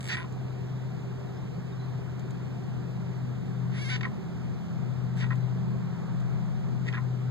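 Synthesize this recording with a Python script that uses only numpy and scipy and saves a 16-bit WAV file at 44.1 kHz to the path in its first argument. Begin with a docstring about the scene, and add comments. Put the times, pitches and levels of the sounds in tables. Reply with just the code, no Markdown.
"""Toad in a plastic tub

A toad croaks and gulps four times near a camera's left port: vocal pulses ring its throat, its mouth
and the tub corner. An engine idles some way off, humming at orders of its cycle over a wash of air.
Straw ticks a few times; far birds cheep. The camera widens its stereo by subtracting a delayed copy
of each port from the other."""
import sys
import numpy as np
from scipy import signal
from scipy.io import wavfile
from scipy.ndimage import uniform_filter1d, map_coordinates

SR = 44100
rng = np.random.default_rng(int(sys.argv[2]) if len(sys.argv) > 2 else 0)


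def dump_mix(stems):
    """Bounce the given channels to the path in sys.argv[1] as a 16-bit WAV at rate SR."""
    frames = np.atleast_2d(stems).T  # one column per channel
    limited = np.clip(frames, -1, 1)  # hard clip at full scale
    pcm = np.round(limited * 32767).astype(np.int16)
    wavfile.write(sys.argv[1], SR, pcm)


N = 322106


def amp(db):
    return 10 ** (np.asarray(db) / 20)


def add(mix, start_s, sound):
    part = mix[round(start_s * SR):][:len(sound)]
    part += sound[:len(part)]


def along(t, rows):
    """Columns of a curve table, interpolated at times t."""
    time_s, *columns = np.transpose(rows)
    return [np.interp(t, time_s, column) for column in columns]


def drift(rate_hz, count):
    """Slow, smooth random curves."""
    knots = rng.standard_normal((200, count)).T
    at = np.arange(N) / SR * rate_hz
    return np.array([np.interp(at, at[::64], map_coordinates(k, [at[::64]], order=2)) for k in knots])


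def decay(x, tau_s):
    """Exponential tail on each impulse."""
    return signal.lfilter([1], [1, -np.exp(-1 / (tau_s * SR))], x)


def ring(x, pitch_hz, width_hz):
    """Resonance at a steady or gliding pitch; a unit click rings at unit amplitude."""
    turn = np.exp(2j * np.pi * np.cumsum(pitch_hz * np.ones(len(x))) / SR)
    return (turn * decay(x / turn, 1 / (np.pi * width_hz))).imag


def ports(turns, level_db, balance_db, lead_rad):
    """A tone at both ports; balance and lead are left minus right."""
    half = np.array([[.5], [-.5]])
    return np.sqrt(2) * amp(level_db + half * balance_db) * np.sin(2 * np.pi * turns + half * lead_rad)


def engine():
    """Tones near multiples of the firing cycle; each wavers as its air paths shift."""
    # idle speed: time_s, cycle_hz
    speed = [(0, 15.97), (3.5, 15.76), (7.31, 15.7)]
    # strongest tone: time_s, level_db
    hum = [(0, -29), (.75, -24), (.95, -27), (1.65, -29.5), (1.93, -23), (2.1, -27.5), (2.7, -25),
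           (2.95, -27.5), (3.3, -21.5), (3.45, -29.5), (3.62, -21), (4.05, -23.5), (4.2, -42), (4.5, -26),
           (4.65, -39), (4.8, -23), (5.4, -17.5), (5.75, -21.5), (6, -32), (6.15, -24.5), (6.45, -23.5),
           (6.6, -28.5), (6.8, -20.5), (7.2, -20), (7.35, -15)]
    # its lean to the left port: time_s, balance_db, lead_rad
    hum_lean = [(0, 0.5, 0.054), (4.05, 0.65, 0.17), (4.5, -1, 0.52), (4.85, 1, 0.19), (5.85, 1, 0.16),
                (6.15, 3.5, 0.38), (6.6, 2, 0.62), (6.85, 0.7, 0.18), (7.35, 0.5, 0.12)]
    # other tones: order, level_db, swell_share, lag_s, balance_db, lead_rad
    tones = [(4.986, -49.5, 0.063, 0.024, -0.5, -0.19), (6, -57.5, 0.34, 0.055, 1.5, -0.027),
             (7.05, -46, 0.61, 0.13, 4, 0.055), (8.8, -41, 0.68, 0.024, 3.5, 0.066),
             (10.07, -36.5, 0.98, 0, -0.5, 0.47), (10.99, -32, 1.46, 0.31, 1.5, -0.01),
             (12.88, -40.5, 0.89, 0.44, 4, -0.36), (14.81, -47, 1.2, 0.99, -5.5, -0.6),
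             (24.03, -64, 0, 0, 5, -0.4), (25.1, -58.5, 0, 0, 4.5, -0.4)]
    # common swell of the middle tones: time_s, gain_db
    swell = [(0, -13.5), (1.2, -9), (3, -1.5), (4.2, -4), (5.4, -1), (6.2, 0), (7.3, -11)]
    t = np.arange(N) / SR
    cycles = np.cumsum(along(t, speed)[0]) / SR
    flutter, slip = drift(rate_hz=9, count=2)
    out = ports(8 * cycles + 0.014 * slip, along(t, hum)[0] + 0.74 * flutter, *along(t, hum_lean))
    for order, level_db, swell_share, lag_s, balance_db, lead_rad in tones:
        flutter, slip, sway, skew = drift(rate_hz=7, count=4)
        turns = order * cycles + 0.12 * slip + rng.random()
        tone_db = level_db + swell_share * along(t - lag_s, swell)[0] + 2.64 * flutter
        out += ports(turns, tone_db, balance_db + 1.7 * sway, lead_rad + 0.17 * skew)
    return out


def wash():
    """Air and rumble in faint drifting patches; the ports share the bass and differ higher up."""
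    # noise spectrum: freq_hz, density_db, balance_db (left minus right), coherence (0-1)
    spectrum = [(30.2, -83, 6, .92), (59, -61.5, -3, 1), (105, -53, 2, 0.93), (180, -54, 2, 1),
                (231, -68.5, -2.5, 0.98), (280, -71.5, -9, 0.38), (390, -71.5, 8, 0.71),
                (442, -80, -15.5, 0.28), (754, -81, 11, 0.27), (855, -86, -11.5, 0.18),
                (1354, -87, -1.5, 0), (2010, -93, -5.5, 0), (3540, -99, -6.5, 0), (7510, -107, -1.5, 0.02),
                (10430, -122, 2.5, .05), (13400, -117, 9, .05)]
    # one swell of the midrange: time_s, gain_db
    swell = [(0, -1), (5.5, 0.5), (6.05, 3), (6.5, 1.5), (7.35, -0.5)]
    swell_hz, swell_width_oct = 1200, 0.64
    bin_hz, t, (common, separate) = signal.stft(
        rng.standard_normal((N, 2)).T, SR, nperseg=2048, noverlap=1536)
    bin_hz = bin_hz[:, None] + 1  # keeps the log finite
    freq_hz, *columns = np.transpose(spectrum)
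    density_db, balance_db, coherence = (np.interp(np.log(bin_hz), np.log(freq_hz), c) for c in columns)
    patches = uniform_filter1d(rng.standard_normal(common.T.shape).T, size=20, axis=0)
    patches = uniform_filter1d(patches, size=8, axis=1)
    right = coherence * common + np.sqrt(1 - coherence ** 2) * separate
    pair = np.array([common * amp(balance_db / 2), right * amp(-balance_db / 2)])
    swell_db = along(t, swell)[0] * np.exp(-(np.log2(bin_hz / swell_hz) / swell_width_oct) ** 2)
    pair *= amp(density_db + swell_db + 0.7 * patches / patches.std()) * np.sqrt(SR / 2)
    return signal.istft(pair, SR, nperseg=2048, noverlap=1536)[1][:, :N]


def voice(croak, rasp_hz, throat_db=5, throat_width_hz=280, puff_db=-16):
    """Vocal pulses, uneven when rough and in threes when strained, ring throat, mouth and tub."""
    # tub corner resonances: pitch_hz, width_hz, gain_db
    tub_modes = [(1032, 36, -17.5), (1347, 224, -7), (1900, 51, -11), (2540, 430, 4), (2885, 236, 0.5),
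                 (3620, 305, -1.5), (4540, 470, -2.5), (5670, 450, -4.5), (6560, 740, -11),
                 (7180, 220, -15.5), (12500, 3200, -34)]
    start_s, end_s = croak[0][0], croak[-1][0]
    t = np.arange(start_s, end_s + 0.047, 1 / SR)
    rate_hz, rough, effort_db, throat_hz, tilt_db_oct, rasp_db, stress = along(t, croak)
    jitter, shimmer, air = rng.standard_normal((len(t), 3)).T
    step = rate_hz * (1 + 2.5 * rough * uniform_filter1d(jitter, size=60)) / SR
    turns = np.cumsum(step) - step[0]
    pulse_index = np.floor(turns)
    strength = np.diff(pulse_index, prepend=-1) * (t <= end_s) * amp(effort_db + 4 * rough * shimmer)
    strength *= 1 + stress * np.cos(2 * np.pi * pulse_index / 3)
    early = np.clip(turns % 1 / step, 0, 1)  # a pulse falls between two samples
    pulses = strength * (1 - early) + np.roll(strength * early, -1) * (t < t[-1])
    pulses[0] = strength[0]
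    puffs = air * decay(strength * rough, tau_s=0.0042)  # rough pulses let out air
    drive = pulses + amp(puff_db) * puffs
    tub = np.zeros(len(t))
    for k, (pitch_hz, width_hz, gain_db) in enumerate(tub_modes):
        tilt_db = tilt_db_oct * np.log2(max(pitch_hz / 2000, .62))
        tub += (-1) ** k * ring(drive * amp(gain_db + tilt_db), pitch_hz, width_hz)
    throat = amp(throat_db) * ring(drive, throat_hz, throat_width_hz)
    breath = air * decay(strength * rough * amp(rasp_db), tau_s=0.0097)
    mouth = pulses * amp(rasp_db) + amp(-13) * breath
    rasp = ring(mouth, rasp_hz[0], width_hz=800) - ring(mouth, rasp_hz[1], width_hz=800)
    rasp += amp(-14) * ring(mouth, pitch_hz=12800, width_hz=1500)
    return start_s, .5 * (tub + throat) + rasp


def fizz(length_s=.03, above_hz=10500, gain_db=-56):
    """Brief thin hiss above 10.5 kHz, a coder-like fizz during the first croak."""
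    highpass = signal.butter(6, above_hz, "high", fs=SR, output="sos")
    noise = signal.sosfilt(highpass, rng.standard_normal(round(length_s * SR)))
    return amp(gain_db) * noise * np.hanning(len(noise))


def gulp(start_s, length_s, effort_db, throat_hz, tilt_db_oct):
    """A few pulses, near every third swing of the throat."""
    rough, rasp_db, stress = .2, -37, 0
    curve = [(time_s, throat_hz / 3, rough, db, throat_hz, tilt_db_oct, rasp_db, stress)
             for time_s, db in [(start_s, effort_db), (start_s + length_s, effort_db - 0.5)]]
    return voice(curve, rasp_hz=(11000, 8570), throat_db=4, throat_width_hz=250, puff_db=-12.5)


def toad():
    """Croaks and gulps echo between the tub walls; the far port gets mostly echo."""
    # voice curves, one per croak, two for the first:
    # time_s, rate_hz, rough (0-1), effort_db, throat_hz, tilt_db_oct, rasp_db, stress (every third pulse)
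    croaks = [
        [(.007, 38.4, 0.43, -35.5, 2270, 3, -1, 0), (.034, 71.9, 0.44, -36, 2220, 1, -1.5, 0),
         (.086, 101.9, 0.38, -30, 2200, 4, -4, 0), (.091, 588, 0.22, -31, 1800, 4, -26, 0.5),
         (.105, 599.6, 0.19, -27, 1840, -2, -28, 0.62), (.11, 589, 0.37, -35, 1760, 2, -24, 0.71),
         (.116, 585, 0.28, -28, 1820, 0.5, -22, 0.34), (.15, 634, 0.19, -29, 1980, -4, -24, 0.35),
         (.156, 497, 0.68, -39, 1900, -4, -18, .3)],
        [(.169, 399, 0.44, -29, 2200, -6, -28, .3), (.19, 258.6, 0.36, -35, 1800, -8, -24, .2),
         (.2, 169.8, 0.25, -30, 1530, -8, -26, 0), (.232, 161.4, .3, -31, 1330, -9, -30, 0)],
        [(3.72, 150.2, 0.11, -45, 2000, 1, -18, 0), (3.752, 319, .05, -39, 1900, 0.5, -13, 0),
         (3.794, 559, .03, -36, 2150, 1.5, -12, 0), (3.807, 544, 0.069, -39.5, 2180, 2, -14, 0),
         (3.822, 572, 0.025, -35, 2090, 2, -10, 0), (3.84, 562, .04, -37, 2200, -1, -12, 0),
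         (3.85, 524, 0.0285, -36.5, 2070, 4.5, -11, 0), (3.884, 540, .03, -34.5, 2130, 1, -11, 0),
         (3.9, 713, 0.14, -30.5, 1970, 1.5, -19, 0.095), (3.912, 771, 0.12, -31.5, 2070, -1, -25, 0.68),
         (3.94, 758, 0.084, -29, 2050, 0, -32, 0.67), (3.952, 772, 0.17, -32.5, 2030, 0, -34, 0.71),
         (3.961, 740, 0.093, -26.5, 2190, -2, -33, .4), (3.965, 737, .3, -40, 1550, -1, -32, .2),
         (3.98, 710, .4, -50, 1500, -4, -32, 0.15)],
        [(5.165, 149, 0.43, -42, 1600, 1.5, -5, 0), (5.197, 239, 0.38, -41.5, 1700, 5, -13, 0.023),
         (5.203, 605, 0.25, -38, 2100, 1.5, -20, .3), (5.225, 535, 0.31, -36.5, 1800, -2, -23, .3),
         (5.244, 470, 0.099, -28.5, 1460, -9.5, -31, .3), (5.254, 424, 0.26, -37, 1370, -10, -30, .2),
         (5.275, 301, .5, -47, 1390, -9, -27, 0.012)],
        [(6.85, 139.2, 0.28, -44, 2000, -4, -12, 0), (6.872, 200, 0.31, -36, 2000, -1, -13, 0),
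         (6.877, 648, 0.23, -37.5, 2000, -2.5, -21, .4), (6.887, 656, 0.27, -32, 1950, -3, -26, .4),
         (6.891, 376, 0.45, -47, 1950, -6, -24, 0), (6.905, 303, .55, -46, 1950, -2, -25, 0)],
    ]
    # open-mouth resonances, one row per curve: lower_hz, upper_hz
    rasps = [(7370, 8250), (8600, 9250), (8660, 9300), (7650, 8100), (7060, 7800)]
    # gulps after the croaks: start_s, length_s, effort_db, throat_hz, tilt_db_oct
    gulps = [(0.239, 0.011, -37, 1057, -16), (4.009, 0.004, -27.5, 1854, -3.5),
             (4.031, 0.002, -27, 2180, -5), (4.034, 0.0021, -30, 2004, -9), (4.043, 0.0018, -29, 2210, -9),
             (4.049, 0.0071, -28.5, 1949, -11), (4.059, 0.009, -40, 1044, -19),
             (4.068, 0.013, -47, 1920, -12), (5.305, 0.0075, -31, 1854, -16),
             (5.318, 0.0027, -33, 1970, -16), (5.324, 0.005, -35, 2140, -18),
             (5.328, 0.0057, -32, 1042, -18), (6.926, 0.0028, -32.5, 2490, -5.5),
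             (6.935, 0.0041, -31.5, 2095, -13), (6.941, 0.012, -30.5, 1652, -11),
             (6.957, .006, -35, 1690, -12), (6.97, 0.011, -33.5, 1936, -18),
             (6.985, 0.007, -34.5, 1057, -20)]
    echo_t60_s, echo_db, far_db, far_delay_samples = .11, -12, -23, 8
    near = np.zeros(N)
    for croak, rasp_hz in zip(croaks, rasps):
        add(near, *voice(croak, rasp_hz))
    add(near, start_s=.07, sound=fizz())
    for row in gulps:
        add(near, *gulp(*row))
    t = np.arange(4000) / SR
    walls = rng.standard_normal((2, len(t))) * amp(-60 * t / echo_t60_s) * (t > .001)
    walls /= np.linalg.norm(walls, axis=1)[:, None]
    echoes = signal.oaconvolve(near[None], walls, axes=1)[:, :N]
    far = amp(far_db) * np.roll(near, far_delay_samples)
    return np.array([near, far]) + amp(echo_db) * echoes


def straw():
    """Dry ticks: a wideband snap with two broad resonances."""
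    # ticks in the straw: start_s, gain_db
    ticks = [(0.3234, -46), (2.1944, -43), (2.306, -42), (5.3548, -45.5), (6.202, -45.5)]
    t60_s = 0.045
    left, t = np.zeros(N), np.arange(600) / SR
    for start_s, gain_db in ticks:
        snap = signal.lfilter([1, -.6], [1], rng.standard_normal(len(t))) * amp(-60 * t / t60_s)
        high = ring(snap, pitch_hz=6900, width_hz=2100)
        low = ring(snap, pitch_hz=3800, width_hz=1800)
        add(left, start_s, amp(gain_db) * (0.26 * snap + 0.24 * high + 0.27 * low))
    return np.array([left, 0.22 * left])


def birds():
    """Short far whistles, rising slightly, blurred on the way through leaves."""
    # whistles: start_s, length_s, pitch_hz, level_db, blur (0-1)
    cheeps = [(1.335, 0.026, 5200, -64, .8), (1.365, 0.028, 5010, -61, 0.4), (1.721, .022, 3718, -60.5, .3),
              (1.792, 0.028, 3980, -59.5, .1), (1.822, 0.035, 4030, -62.5, .1)]
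    left = np.zeros(N)
    for start_s, length_s, pitch_hz, level_db, blur in cheeps:
        t = np.arange(0, length_s, 1 / SR)
        stray_rad = .25 * blur * np.cumsum(uniform_filter1d(rng.standard_normal(len(t)), size=60))
        whistle = np.sin(2 * np.pi * pitch_hz * (t + 0.35 * t ** 2) + stray_rad)
        add(left, start_s, amp(level_db) * whistle * signal.windows.tukey(len(t), .5))
    return np.array([left, .6 * left])


def scene():
    return toad() + engine() + wash() + birds() + straw()


def record(dry):
    """Camera: each port minus a delayed copy of the other, a more sensitive right side, a band limit."""
    cross_gain, cross_delay_samples = .9, 16
    right_over_left_db, cutoff_hz = 1.5, 15550
    crossed = np.pad(dry[::-1], ((0, 0), (cross_delay_samples, 0)))[:, :N]
    wide = (dry - cross_gain * crossed) * amp([[-right_over_left_db / 2], [right_over_left_db / 2]])
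    lowpass = signal.firwin(511, cutoff_hz, window=("kaiser", 9), fs=SR)
    return signal.oaconvolve(wide, lowpass[None], "same")


dry = scene()
out = record(dry)
dump_mix(out)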